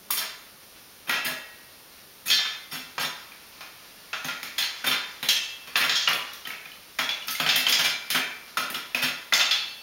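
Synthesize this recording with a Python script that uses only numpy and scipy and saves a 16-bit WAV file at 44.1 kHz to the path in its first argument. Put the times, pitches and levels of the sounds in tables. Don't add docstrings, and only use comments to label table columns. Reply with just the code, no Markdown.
import sys
import numpy as np
from scipy import signal
from scipy.fft import rfft, irfft
from scipy.io import wavfile
from scipy.ndimage import uniform_filter1d

SR = 44100
rng = np.random.default_rng(int(sys.argv[2]) if len(sys.argv) > 2 else 0)


def put_to_file(sound):
    columns = np.atleast_2d(sound).T
    safe = np.clip(columns, -1, 1)
    whole_steps = np.round(safe * 32767)
    wavfile.write(sys.argv[1], SR, whole_steps.astype(np.int16))


N = 433062

# start_s, rise_s, knock_hz, knock_db, puff_db, brightness_db_per_octave, steam_db
BURSTS = [(0.104, .001, 1170, -29.5, -34.5, 1, -47), (0.106, .001, 1110, -33.5, -35.5, 8.5, -24.5),
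          (0.17, .008, 5000, -48, -27.5, 4, -31), (0.209, .008, 5550, -55, -33.5, -3.5, -66),
          (1.071, .019, 2260, -46, -33.5, -1.5, -37.5), (1.093, .001, 1960, -39, -28, -2.5, -40.5),
          (1.125, .01, 1960, -38, -26.5, -2.5, -46), (1.2429, .013, 1880, -49, -28, 2, -27.5),
          (1.281, .006, 1580, -43, -34.5, -5, -50), (2.257, .02, 2400, -45, -31.5, 3, -26.5),
          (2.281, .001, 2450, -44, -43, 15, -50), (2.3012, .001, 4230, -24, -23.5, 5, -35),
          (2.329, .006, 3280, -37, -25.5, 7.5, -50), (2.38, .009, 3600, -48, -31.5, -2.5, -58),
          (2.449, .007, 3330, -48, -30, -1, -53), (2.712, .022, 4870, -31, -29.5, 0, -33),
          (2.9796, .001, 1110, -30, -28.5, -3.5, -52), (2.992, .03, 2920, -51, -24, 0.5, -27.5),
          (3.319, .002, 2410, -44, -51, -3, -67), (3.607, .001, 1070, -47, -41, -2, -53.5),
          (4.13, .001, 2600, -32.5, -30, -3.5, -55), (4.245, .001, 6400, -36.5, -34, -2.5, -40),
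          (4.284, .001, 1440, -40, -32.5, -2, -58), (4.4298, .001, 2610, -49, -38, 1, -42.5),
          (4.58, .004, 3290, -29, -24.5, 3.5, -32.5), (4.623, .006, 4100, -24, -28.5, 2, -53),
          (4.8417, .001, 1510, -30, -28.5, -2, -37.5), (4.8645, .005, 3500, -44, -23.5, -0.5, -29),
          (4.91, .008, 3120, -20, -21.5, -1.5, -60), (5.228, .001, 3900, -36, -33, -2, -39),
          (5.2868, .001, 3890, -21, -22, 6, -29.5), (5.6722, .001, 2920, -50, -41, -2.5, -51),
          (5.756, .001, 2570, -22, -20.5, -2, -44.5), (5.767, .001, 2560, -33, -42, 4, -31),
          (5.802, .008, 1900, -44, -26, -2.5, -42), (5.837, .005, 1540, -39, -25.5, -1.5, -39),
          (5.894, .001, 3460, -31, -23, 1.5, -46), (5.952, .006, 3330, -30, -25.5, 9.5, -42),
          (6.0747, .001, 2870, -17.5, -22, -3.5, -59), (6.085, .001, 1815, -32, -54, -1, -37),
          (6.1315, .001, 3430, -27, -35, -2.5, -38), (6.333, .001, 3750, -47, -51, 9.5, -46.5),
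          (6.4523, .001, 3090, -35.5, -42, 0, -59), (6.4712, .001, 1880, -37, -40, -0.5, -43.5),
          (6.504, .001, 2230, -35, -41.5, -3.5, -70), (6.6558, .001, 2450, -39, -48, -4, -62),
          (6.7172, .001, 3000, -44, -56, 1, -60), (6.9869, .001, 2170, -33, -24, -2.5, -37),
          (7.0909, .001, 3354, -23.5, -32, 0, -49), (7.224, .001, 2900, -37, -48, 1.5, -58),
          (7.27, .008, 2380, -56, -40, 2, -35.5), (7.2813, .001, 1305, -42, -30.5, 3.5, -50),
          (7.307, .001, 6100, -38, -47, 9, -33.5), (7.351, .001, 2100, -31, -37.5, 4, -50),
          (7.3986, .001, 3270, -27, -25, -3, -37), (7.462, .001, 3000, -28, -24.5, -2.5, -40),
          (7.4872, .005, 3600, -27, -20, 2.5, -42), (7.512, 0.00084, 3420, -47, -45, 5, -52),
          (7.558, .001, 3350, -29, -24, 2, -28), (7.666, .001, 3120, -19.5, -23, -1, -39),
          (7.6854, .001, 3300, -28, -37, 14, -37), (7.694, .001, 3380, -23, -36, 0, -30.5),
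          (7.7235, .001, 3170, -30, -20.5, 6, -41), (7.7883, .006, 2670, -37, -21.5, -0.5, -33),
          (7.8393, .01, 3230, -44, -20.5, 1.5, -31), (8.102, .001, 2940, -46, -26.5, 3, -29),
          (8.145, .006, 2190, -37, -22, -2.5, -32), (8.5708, .001, 1366, -23.5, -25, -1, -34),
          (8.7, .001, 2350, -37, -38, -1, -35.5), (8.744, .001, 2940, -32.5, -31, -0.5, -42.5),
          (8.9465, .001, 2524, -20.5, -29, -1, -39), (8.97, .005, 2600, -33, -33.5, -3, -55),
          (9.019, .012, 2820, -41, -20.5, 0, -28.5), (9.3233, .001, 1995, -22.5, -24, -3.5, -45),
          (9.3352, .001, 3560, -17.5, -31.5, 17, -34), (9.3937, .007, 3570, -37, -19, 0.5, -38),
          (9.5099, .001, 3300, -29, -23.5, 3.5, -42.5)]
# low_hz, high_hz
BANDS_HZ = [(95, 420), (560, 1500), (1600, 2700), (2800, 4500), (4600, 7000), (9500, 16500)]
PUFF_T60_S = [0.17, 0.054, 0.038, 0.035, 0.029, 0.16]
STEEL_HZ = [160, 250, 345, 640, 800, 1297, 1395, 1680, 1733, 1888, 1915, 2035, 2080, 2180, 2278, 2348, 2480,
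            2557, 2667, 2718, 3004, 3131, 3272, 3335, 3396, 3447, 3608, 3720, 4072, 4264, 4414, 4560, 4980,
            5290, 5550, 6234]
STEEL_DB = [4.5, 4.5, -6.5, -5, -22.5, -2, -7.5, -13, -7, -22, -19, -18, -8.5, -17, -16, -14.5, -20, -7,
            -13, -30, -19, -6, -11.5, -7.5, -10, -18, -9, -32, -15, -7, -21, -8, -4, -8, -3, -6.5]
STEEL_T60_S = [.4, .55, .5, .6, .6, .45, .45, .6, .45, 1.25, .35, .8, .5, 1.5, .6, .5, .45, .5, 1.2, .45,
               .5, .55, .55, .6, .6, .65, .6, .5, .45, .35, 1.25, .45, .5, .4, .5, .36]
# start_s, pitch_hz, level_db
SINGS = [(0.17, 4980, -43), (1.095, 1888, -34), (1.095, 1915, -22.5), (1.095, 1395, -32), (1.11, 1680, -32),
         (1.11, 2667, -39), (1.25, 2480, -49), (1.26, 1680, -33), (1.27, 640, -42.5), (2.31, 3335, -24),
         (2.31, 3608, -22), (2.31, 4560, -25), (2.31, 4264, -28), (2.31, 1733, -31), (2.32, 2080, -35),
         (2.31, 5290, -36), (4.6, 800, -47), (5.29, 3272, -21.5), (5.29, 3131, -29), (8.145, 250, -39),
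         (9.51, 4072, -30), (9.51, 3396, -25), (9.51, 3608, -41), (6.99, 800, -46), (1.1, 2180, -47),
         (1.2423, 1888, -42), (2.28, 2557, -30), (2.3017, 3131, -25.5), (2.329, 4072, -26),
         (2.38, 3335, -41), (2.992, 3608, -47), (3.607, 2480, -45.5), (4.2846, 1395, -33.5),
         (4.582, 3447, -29.5), (4.8645, 3608, -27.5), (4.91, 2348, -39), (5.228, 3447, -38),
         (5.2863, 2667, -35), (5.7558, 2480, -43), (5.801, 1888, -31.5), (5.837, 1395, -30.5),
         (5.894, 2718, -34), (5.952, 3272, -25.5), (6.0745, 1297, -42), (6.084, 2480, -39),
         (6.46, 1297, -42), (6.9875, 3335, -28.5), (7.0906, 3447, -26.5), (7.2813, 1297, -38),
         (7.3985, 1297, -31.5), (7.463, 3335, -43), (7.4874, 2667, -33.5), (7.558, 1888, -32.5),
         (7.6854, 3396, -33), (7.7239, 3335, -27), (7.8396, 2348, -25.5), (8.145, 2348, -26.5),
         (8.5701, 1297, -27), (8.743, 3335, -37.5), (8.949, 250, -38.5), (9.0274, 3131, -52),
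         (9.3352, 4560, -24), (9.3944, 2667, -32), (9.5098, 4414, -35.5)]
# band_hz, t60_s
KITCHEN_DECAY = [(150, 0.2), (400, 0.59), (1000, 0.73), (2800, 0.62), (7000, 0.54), (11000, 0.22),
                 (16000, 0.26)]
# band_hz, relative_db_per_hz
HISS_COLOUR = [(15, -23), (25, -9), (161, -7), (200, -4), (301, -6), (516, -5.5), (754, -8), (818, -7.5),
               (1790, -11.5), (5570, -10), (7710, -19.5), (9070, -11.5), (16000, -11.5)]
# time_s, level_db
SIZZLE_LEVEL = [(0, -59), (2, -58.5), (3.5, -54.5), (5, -50), (7, -54), (9.8, -57)]

HISS_DB = -49.5
GAP_HZ, GAP_WIDTH_HZ, EDGE_HZ = 7873, 820.0, 15850
MIDDLE_HZ, ARCH_DB, FOCUS_DB, FOCUS_OCTAVES = 2800, 4.0, 3, 0.24
THUMP_DB, THUMP_PER_BRIGHT = -10.5, -2.5


def amp(db):
    return 10 ** (np.asarray(db) / 20)


def evened(x):
    return x / np.sqrt(np.mean(x ** 2) + 1e-20)


def read(points, hz):
    f, value = np.transpose(points)
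    return np.interp(np.log(hz + 1), np.log(f + 1), value)


def band(x, lo_hz, hi_hz):
    sos = signal.butter(3, [lo_hz, hi_hz], "band", fs=SR, output="sos")
    return signal.sosfilt(sos, x)


def add(mix, start_s, sound):
    at = round(start_s * SR)
    part = mix[..., at:at + sound.shape[-1]]
    part += sound[..., :part.shape[-1]]


def hiss():
    hz = np.fft.rfftfreq(N, 1 / SR)
    spectrum = rfft(rng.standard_normal(N)) * amp(read(HISS_COLOUR, hz))
    return amp(HISS_DB) * evened(irfft(spectrum, N))


def sizzle(per_s=700, spread_db=3.0):
    size = amp(spread_db * rng.exponential(1, N))
    happens = rng.random(N) < per_s / SR
    clicks = size * happens * rng.standard_normal(N)
    level_db = np.interp(np.arange(N) / SR, *np.transpose(SIZZLE_LEVEL))
    return amp(level_db) * evened(band(clicks, 960.0, 5500.0))


def kitchen(x, first_s=0.0056, build_s=0.0061):
    hz, t, z = signal.stft(rng.standard_normal(SR), SR, nperseg=256)
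    decay = amp(-60 * t / read(KITCHEN_DECAY, hz)[:, None])
    tail = signal.istft(z * decay, SR, nperseg=256)[1]
    since_first = np.maximum(np.arange(len(tail)) / SR - first_s, 0)
    tail = tail * (1 - np.exp(-since_first / build_s))
    return signal.fftconvolve(x, tail / np.linalg.norm(tail))[:N]


def colours():
    s, rise, knock_hz, knock_db, puff_db, bright, steam_db = np.transpose(BURSTS)
    hz = np.mean(BANDS_HZ[1:-1], 1)[:, None]
    octaves = np.log2(hz / MIDDLE_HZ)
    focus = FOCUS_DB * np.exp(-(np.log2(hz / knock_hz) / FOCUS_OCTAVES) ** 2)
    body = puff_db + bright * octaves - ARCH_DB * octaves ** 2 + focus
    thump = steam_db + THUMP_DB + THUMP_PER_BRIGHT * bright
    return np.vstack([thump, body, steam_db])


def puffs(snap_db=-5.5, spit_snap_db=-0.5, snap_t60_s=0.012, spit_snap_t60_s=0.048, grain_db=3.0):
    t = np.arange(SR // 2) / SR
    envelopes = np.zeros((len(BANDS_HZ), N))
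    snaps = np.array([(snap_db, snap_t60_s)] * (len(BANDS_HZ) - 1) + [(spit_snap_db, spit_snap_t60_s)])
    snap = amp(snaps[:, :1] - 60 * t / snaps[:, 1:])
    fading = amp(-60 * t / np.array(PUFF_T60_S)[:, None])
    for (s, rise, *rest), puff_db in zip(BURSTS, colours().T):
        opening = np.minimum(t / max(rise, 1e-4), 1)
        add(envelopes, s, amp(puff_db)[:, None] * (fading + snap) * opening)
    grain = amp(grain_db * evened(uniform_filter1d(rng.standard_normal(N), size=60)))
    noise = envelopes * grain * rng.standard_normal(envelopes.shape)
    out = np.zeros(N)
    for x, (lo, hi) in zip(noise, BANDS_HZ):
        out += band(x, lo, hi) * np.sqrt(SR / 2 / (hi - lo))
    return amp(-2.5) * out


def knocks(t60_s=0.034, partner=0.71, partner_db=-15.0):
    t, out = np.arange(SR // 10) / SR, np.zeros(N)
    for (s, rise, hz, knock_db, *rest), phase in zip(BURSTS, rng.random((len(BURSTS), 2))):
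        pair = sum(np.sin(2 * np.pi * (hz * partner ** k * t + p)) for k, p in zip((-1, 1), phase))
        tone = np.sin(2 * np.pi * hz * t) + amp(partner_db) * pair
        opening = np.minimum(t / max(rise, 1e-4), 1)
        add(out, s, amp(knock_db - 60 * t / t60_s) * tone * opening)
    return amp(9.5) * out


def train(s, size):
    return np.bincount(np.clip(np.round(s * SR).astype(int), 0, N - 1), size, N)


def ring(clicks, hz, t60_s):
    r = 1000 ** (-1 / (t60_s * SR))
    w = 2 * np.pi * hz / SR
    return signal.lfilter([0, r * np.sin(w)], [1, -2 * r * np.cos(w), r * r], clicks)


def colour_at(hz, colour):
    place = np.interp(np.log(hz), np.log(np.mean(BANDS_HZ, 1)), np.arange(len(BANDS_HZ)))
    place = min(place, len(BANDS_HZ) - 1.001)
    low, share = int(place), place % 1
    return (1 - share) * colour[low] + share * colour[low + 1]


def strike(modes, spread_db, count=4, bounce_db=-9.0, bounce_s=.04, smear_s=.003):
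    (s, rise, *rest), colour = np.transpose(BURSTS), colours()
    chance = rng.standard_normal((len(s), len(modes), count + 1))
    onset = rng.random(chance.shape) * (2 * rise + smear_s)[:, None, None]
    late = np.cumsum(2 * bounce_s * rng.random((len(s), count)), 1)
    at, out = s[:, None] + np.c_[0 * s, late], np.zeros(N)
    fall_db = bounce_db * np.arange(count + 1)
    for k, (hz, db, t60_s) in enumerate(modes):
        size = amp(colour_at(hz, colour)[:, None] + db + fall_db + spread_db * chance[:, k])
        sign = np.sign(chance[:, k - 1])
        clicks = train((at + onset[:, k]).ravel(), (size * sign).ravel())
        out += ring(clicks, hz, max(t60_s, .05))
    return out


def steel(split_hz=13., twin_db=-4.0, damped=.6, longest_s=.45):
    table = zip(STEEL_HZ, STEEL_DB, STEEL_T60_S)
    modes = [(hz, db, min(damped * t60_s, longest_s)) for hz, db, t60_s in table]
    twins = [(hz + split_hz * rng.standard_normal(), db + twin_db, t60_s) for hz, db, t60_s in modes]
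    return amp(-8.5) * strike(modes + twins, spread_db=3.5)


def clatter(count=110, base_t60_s=0.21, treble_base_t60_s=0.2, treble_db=-2.5):
    hz = np.exp(rng.uniform(np.log(550.), np.log(15000.), count))
    high = hz > BANDS_HZ[4][1]
    t60_s = np.where(high, treble_base_t60_s, base_t60_s) * rng.uniform(0.93, 0.94, count)
    return amp(-14.5) * strike(list(zip(hz, treble_db * high, t60_s)), spread_db=2.0)


def singing(least_split_hz=7.1, twin_db=-7.5, rise_s=0.0052, damped=0.98):
    t, out = np.arange(SR) / SR, np.zeros(N)
    for (s, hz, db), (phase, split) in zip(SINGS, rng.random((len(SINGS), 2))):
        k = np.argmin(abs(np.array(STEEL_HZ) - hz))
        turns = STEEL_HZ[k] * t
        twin_turns = turns + least_split_hz * (1 + split) * t + phase
        pair = np.sin(2 * np.pi * turns) + amp(twin_db) * np.sin(2 * np.pi * twin_turns)
        fading = amp(db - 60 * t / (damped * STEEL_T60_S[k]))
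        add(out, s, fading * pair * np.minimum(t / rise_s, 1))
    return out


def scene():
    puff, knock = puffs(), knocks()
    rings = steel() + clatter()
    oil, song = sizzle(), singing()
    sent = amp(2.0) * puff + amp(-6.0) * knock + amp(-9.5) * rings + amp(-10.5) * song + oil
    direct = puff + knock + rings + song + 0.27 * oil
    pot = band(direct + kitchen(sent), 107.0, 21000.0)
    return (pot + hiss())[None]


def record(dry, ceiling=.6):
    rounded = ceiling * np.tanh(dry / ceiling)
    notched = signal.lfilter(*signal.iirnotch(GAP_HZ, GAP_HZ / GAP_WIDTH_HZ, SR), rounded)
    low_pass = signal.firwin(511, EDGE_HZ, window=("kaiser", 9), fs=SR)
    return signal.oaconvolve(notched, low_pass[None], "same")


dry = scene()
out = record(dry)
put_to_file(out)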